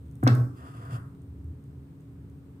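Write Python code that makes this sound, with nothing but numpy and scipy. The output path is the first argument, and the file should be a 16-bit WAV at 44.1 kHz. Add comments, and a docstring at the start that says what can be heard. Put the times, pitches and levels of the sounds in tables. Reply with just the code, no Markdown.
"""A slap, a knock and a deep gulp: a lump of clay drops into a plastic tub of water in a small room.
The clay rings the tub wall, the air pocket behind it closes with a splash and a churn of bubbles,
and the filled tub booms. Then a wet hand slides past, its friction setting the tub droning,
and sticky fingers tick faintly over a low room hum."""
import sys
import numpy as np
from scipy import signal
from scipy.fft import rfft, irfft
from scipy.io import wavfile

SR = 44100
rng = np.random.default_rng(int(sys.argv[2]) if len(sys.argv) > 2 else 0)


def dump_mix(stems):
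    """Bounce the given channels to the path in sys.argv[1] as a 16-bit WAV at rate SR."""
    frames = np.atleast_2d(stems).T  # one column per channel
    limited = np.clip(frames, -1, 1)  # hard clip at full scale
    pcm = np.round(limited * 32767).astype(np.int16)
    wavfile.write(sys.argv[1], SR, pcm)


N = 114660
T = np.arange(N) / SR
FREQS = np.fft.rfftfreq(N, 1 / SR)
BOOM_HZ = 121.3  # lowest mode of the filled tub


def knocks():
    """Each contact of the clay rings the tub wall; the first, at the surface, is softest and dullest."""
    # surface, bottom, settling: t/s, level/dB, contact cut-off f/Hz
    contacts = [(0.2283, -24.5, 1306), (0.2659, -14.5, 2400), (0.2795, -21, 2570)]
    # wall modes: f/Hz, level/dB, t60/s
    wall_modes = [(387, -14.5, 0.11), (485, -8.5, 0.021), (574, -4.5, 0.029), (755, -8, 0.062),
                  (1092, -1, .025), (1336, -2.5, 0.041), (1527, -4, 0.034), (1670, -4.5, 0.015),
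                  (2047, -11, .02)]
    out = np.zeros(N)
    for start, db, cutoff_hz in contacts:
        for k, (hz, mode_db, t60) in enumerate(wall_modes):
            gain = from_db(db + mode_db + rng.normal(0, 1.2)) / (1 + (hz / cutoff_hz) ** 2)
            out += (-1) ** k * gain * strike(start, t60) * np.sin(2 * np.pi * hz * (T - start))
    return out


def gulps():
    """An air pocket swells, rings and sags in pitch as it deepens."""
    # air pockets: t/s, peak level/dB, starting f/Hz, swell/s, t60/s
    pockets = [(0.229, -15.5, 286.5, .007, 0.014), (0.266, -13, 300.6, 0.0096, 0.11)]
    sag_oct_per_s = 14
    out = np.zeros(N)
    for start, db, hz, swell, t60 in pockets:
        age = np.maximum(T - start, 0)
        pitch = hz * 2 ** (-sag_oct_per_s * age)
        phase = 2 * np.pi * np.cumsum(pitch * (T >= start)) / SR
        envelope = np.where(age < swell, age / swell, strike(start + swell, t60))
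        out += from_db(db) * envelope * np.sin(phase)
    return out


def boom():
    """The mass of water swings on the springy tub: a wavering low tone with a faint octave."""
    # boom envelope: t/s, level/dB
    envelope = [(0.2255, -66), (0.236, -25), (0.254, -14.5), (0.29, -20.5), (0.325, -14), (0.366, -22),
                (0.412, -18.5), (0.453, -27), (0.48, -36), (0.55, -54)]
    pitch = BOOM_HZ * (1 + 0.022 * drift(40))
    phase = 2 * np.pi * np.cumsum(pitch * (T >= envelope[0][0])) / SR
    return np.sqrt(2) * gesture(envelope) * (np.sin(phase) + from_db(-28) * np.sin(2 * phase))


def slaps():
    """The water closes behind the clay with sharp slaps."""
    # slap hits: t/s, level/dB
    hits = [(0.2752, -22), (0.2771, -19.5), (0.2794, -25.5)]
    # slap EQ: f/Hz, level/dB
    colour = [(100, -18), (1200, -7.5), (2000, -3.5), (3000, -1.5), (4300, 1), (5800, -2), (7500, -13.5),
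              (10500, -21.5), (14000, -15.5), (16000, -22)]
    return cracks(hits, colour, t60=0.0053)


def churn():
    """Many small bubbles ring briefly, each pitch from its own place in the tub."""
    # churned water after the entry: t/s, level/dB
    envelope = [(0.229, -46), (0.263, -42), (0.272, -25), (0.3, -35.5), (0.36, -40), (0.42, -46),
                (0.48, -58), (0.56, -72)]
    # bubble weight by pitch: f/Hz, level/dB
    colour = [(380, 1), (600, -2), (900, -5.5), (1300, -18.5), (1800, -6), (2800, -19.5)]
    pitches, bubbles_per_s, t60_cycles, spread_db = 24, 2800, 13.64, 3
    pitch_index = rng.integers(0, pitches, N)
    born = rng.random(N) < bubbles_per_s / SR
    kicks = born * from_db(spread_db * rng.standard_normal(N)) * rng.choice([-1, 1], N)
    out = np.zeros((2, N))
    for k, hz in enumerate(np.geomspace(colour[0][0], colour[-1][0], pitches)):
        radius = np.exp(-np.log(1000) * hz / (t60_cycles * SR))
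        angle = 2 * np.pi * hz / SR
        poles = [1, -2 * radius * np.cos(angle), radius ** 2]
        ring = signal.lfilter([0, np.sin(angle)], poles, kicks * (pitch_index == k) + 1e-18)
        left_lag = int(SR * rng.uniform(0, 0.0006))
        out += from_db(at_hz(colour, hz)) * np.array([np.roll(ring, left_lag), ring])
    return gesture(envelope) * rms_one(out)


def slide():
    """Grainy friction of the moving hand: a soft body and a thin, wide rasp."""
    # body envelope: t/s, level/dB
    body_envelope = [(0.545, -74), (0.59, -54.5), (0.67, -50.5), (0.72, -56), (0.78, -53.5), (0.875, -49.5),
                     (0.915, -45.5), (0.957, -44), (0.985, -55), (1.07, -68)]
    # body EQ: f/Hz, level/dB
    body_colour = [(150, -13.5), (300, -4.5), (560, -5.5), (800, -8), (1200, 1), (1550, -6.5),
                   (1900, -16.5), (3000, -49), (8000, -68)]
    # rasp envelope: t/s, level/dB
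    rasp_envelope = [(0.535, -83), (0.575, -64.5), (0.63, -68), (0.675, -63), (0.725, -67), (0.775, -64),
                     (0.885, -67), (0.92, -56), (0.958, -55), (0.985, -74)]
    # rasp EQ: f/Hz, level/dB
    rasp_colour = [(1000, -35), (2000, -2), (2250, -8), (2700, 1), (3000, -4), (3400, 0), (3950, -17),
                   (4700, -5), (5900, -13.5), (8500, -6.5), (11500, -14), (15000, -20)]
    grain_db, focused_share, lag_s = 1.5, 0.43, 0.000415
    grain = rms_one(from_db(grain_db * drift(200)))
    wide = np.array([noise(rasp_colour), noise(rasp_colour)])
    focused = place(noise(rasp_colour), lag_s)
    rasp = np.sqrt(focused_share) * focused + np.sqrt(1 - focused_share) * wide
    body = place(noise(body_colour), lag_s)
    return grain * (gesture(body_envelope) * body + gesture(rasp_envelope) * rasp)


def drone():
    """The hand's friction stirs the lowest mode of the tub."""
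    # drone envelope: t/s, level/dB
    envelope = [(0.55, -66), (0.68, -60), (0.76, -41), (0.86, -40.5), (0.93, -32), (0.98, -38.5),
                (1.15, -53)]
    b, a = signal.iirpeak(BOOM_HZ, BOOM_HZ / 33, fs=SR)  # 33 Hz wide per pass
    stirred = signal.lfilter(b, a, rng.standard_normal(N))
    return gesture(envelope) * rms_one(signal.lfilter(b, a, stirred))


def ticks():
    """Droplets and sticky wet skin make tiny bright ticks."""
    # tick hits: t/s, level/dB
    hits = [(0.1131, -58), (0.155, -54), (0.2355, -40), (0.2393, -40), (0.3516, -38), (0.8525, -54),
            (1.2191, -60), (1.4436, -63), (1.6402, -63), (2.007, -62), (2.299, -63)]
    # tick EQ: f/Hz, level/dB
    colour = [(2000, -18), (5000, -9), (8500, 3), (11000, -7), (13500, -1), (16000, -9)]
    return cracks(hits, colour, t60=0.0087)


def release():
    """Wet skin peels off the clay with a faint, grainy rustle."""
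    # fingers letting go: t/s, level/dB
    envelope = [(0.0, -78.5), (0.06, -75), (0.12, -77), (0.16, -77), (0.2, -81), (0.235, -67), (0.26, -73)]
    # rustle EQ: f/Hz, level/dB
    colour = [(1500, -14), (3500, -1), (5800, -12.5), (8300, 4), (11000, -8.5), (15000, -3)]
    return gesture(envelope) * rms_one(noise(colour) * from_db(5.4 * drift(400)))


def room(send):
    """The small room answers with a diffuse tail that dies band by band."""
    # decay curve, read only at the band centres: f/Hz, t60/s
    decay = [(150, 0.18), (300, 1.32), (600, -0.03), (1300, 0.66), (3000, -0.05), (6000, 0.67),
             (14000, 0.5)]
    # reverb EQ: f/Hz, level/dB
    colour = [(100, -13), (280, -7), (600, -1.5), (1300, -4), (2000, 2), (3200, -5), (6000, -9),
              (14000, -3.5)]
    field = diffuse_spectrum() * eq(colour)
    build_up = 1 - np.exp(-T / 0.0026)
    centres = np.geomspace(100, 14000, 9)
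    tail = 0
    for centre, share in zip(centres, np.eye(len(centres))):
        band = irfft(field * at_hz(np.c_[centres, share], FREQS), N)
        fade = strike(0, at_hz(decay, centre)) * build_up
        tail = tail + band * fade / np.sqrt(2 * np.sum(fade ** 2))
    return signal.fftconvolve(tail, send[None], axes=1)[:, :N]


def background():
    """Room tone: air, a wavering hum and a low rumble that comes and goes."""
    # air EQ: f/Hz, level/dB
    air_colour = [(25, -28), (45, -21), (75, -1.5), (150, 3.5), (200, -7.5), (300, -8.5), (345, -12),
                  (410, -11.5), (520, -21.5), (660, -27), (1200, -29.5), (1800, -36), (3000, -41.5),
                  (6000, -49), (7500, -48), (8700, -43), (9800, -51.5), (15500, -47)]
    # rumble envelope: t/s, level/dB
    rumble_envelope = [(0, -45.5), (0.5, -43.5), (0.8, -53), (1.18, -51.5), (1.32, -42.5), (1.53, -41.5),
                       (1.59, -48.5), (1.74, -42.5), (1.93, -56.5), (2.2, -45), (2.6, -65)]
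    # rumble EQ: f/Hz, level/dB
    rumble_colour = [(25, -33), (50, -35), (76, 2.5), (100, -5), (125, -4.5), (170, -13.5), (300, -30),
                     (1000, -77.5)]
    air_db, hum_db, hum_hz = -48.5, -55, 274.4
    air = rms_one(irfft(diffuse_spectrum() * eq(air_colour), N))
    hum_phase = 2 * np.pi * hum_hz * T + 0.2 * drift(3.9)
    hum = np.sqrt(2) * np.sin(hum_phase) * from_db(0.5 * drift(8))
    rumble = level(rumble_envelope) * noise(rumble_colour)
    return from_db(air_db) * air + from_db(hum_db) * hum + rumble


def cracks(hits, colour, t60):
    """Each crack is one sharp pulse and a short fizz of equal energy."""
    bursts = rng.standard_normal(N) * sum(from_db(db) * strike(start, t60) for start, db in hits)
    for start, db in hits:
        bursts[int(start * SR)] += from_db(db) * np.sqrt(np.sum(strike(start, t60) ** 2))
    # minimum-phase EQ: nothing rings ahead of the attack
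    cepstrum = irfft(np.log(rms_one(eq(colour))), N)
    response = np.exp(rfft(np.r_[cepstrum[0], 2 * cepstrum[1:N // 2]], N))
    return irfft(rfft(bursts) * response, N) / np.sqrt(2)


def diffuse_spectrum():
    """Spectrum of white stereo noise, near mono in the bass and wider above."""
    # likeness of the two sides: f/Hz, correlation
    likeness = [(100, 0.95), (250, 0.92), (400, .86), (700, 0.186), (1300, -0.0062), (3000, -0.22),
                (15000, 0.57)]
    mid, side = rfft(rng.standard_normal((2, N)))
    correlation = at_hz(likeness, FREQS)
    return np.sqrt(1 + correlation) * mid + np.sqrt(1 - correlation) * side * [[1], [-1]]


def place(x, lag_s, pan=((1000, 0), (10000, 0))):
    """Direct sound reaches the right side first; pan lifts the left and lowers the right."""
    gain = eq(pan)
    delay = np.exp(-2j * np.pi * FREQS * lag_s)
    return irfft(rfft(x) * np.array([gain * delay, 1 / gain]), N)


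def from_db(db):
    """Decibels to gain."""
    return 10 ** (np.asarray(db) / 20)


def rms_one(x):
    """Scale to rms 1."""
    return x / np.sqrt(np.mean(x ** 2) + 1e-20)


def level(rows):
    """Gain over time from points of t/s, level/dB."""
    return from_db(np.interp(T, *np.transpose(rows)))


def gesture(rows):
    """A level curve that is silent outside its span."""
    return level(rows) * (T >= rows[0][0]) * (T <= rows[-1][0])


def strike(start, t60):
    """Envelope with an instant attack and an exponential decay."""
    return (T >= start) * np.exp(-np.log(1000) * np.clip((T - start) / t60, 0, 10))


def at_hz(points, hz):
    """Read a table on a log-frequency axis."""
    freqs, values = np.transpose(points)
    return np.interp(np.log(hz + 1), np.log(freqs), values)


def eq(colour):
    """Gain over frequency from points of f/Hz, level/dB."""
    return from_db(at_hz(colour, FREQS))


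def noise(colour):
    """Steady noise of a given colour, rms 1."""
    return rms_one(irfft(rfft(rng.standard_normal(N)) * eq(colour), N))


def drift(rate):
    """Random modulation that glides to a new value rate times a second."""
    return np.interp(T * rate, np.arange(N), rng.standard_normal(N))


def scene():
    """The plop and the hand, close by, with room reverb and room tone."""
    # the spray's lean to the left: f/Hz, level/dB
    spray_pan = [(1500, 1.5), (2600, -2.5), (4400, 1.6), (8000, 2.6), (13000, .2)]
    knock, gulp, swing, hand = knocks(), gulps(), boom(), slide()
    spray = slaps() + ticks() + release()
    bass = (gulp + swing) * from_db([[0.63], [-0.63]]) + drone()  # gulp and boom sit slightly left
    direct = place(knock, lag_s=0.000377) + hand + place(spray, lag_s=0.00032, pan=spray_pan) + bass
    reverb = room(knock + gulp + spray + from_db(-1.5) * hand[1] + from_db(-1) * swing)
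    return direct + reverb + background() + churn()


def record(dry):
    """A steep high cut, 60 dB down at 16.1 kHz."""
    return signal.sosfilt(signal.cheby2(16, 60, 16100, fs=SR, output="sos"), dry)


dry = scene()
out = record(dry)
dump_mix(out)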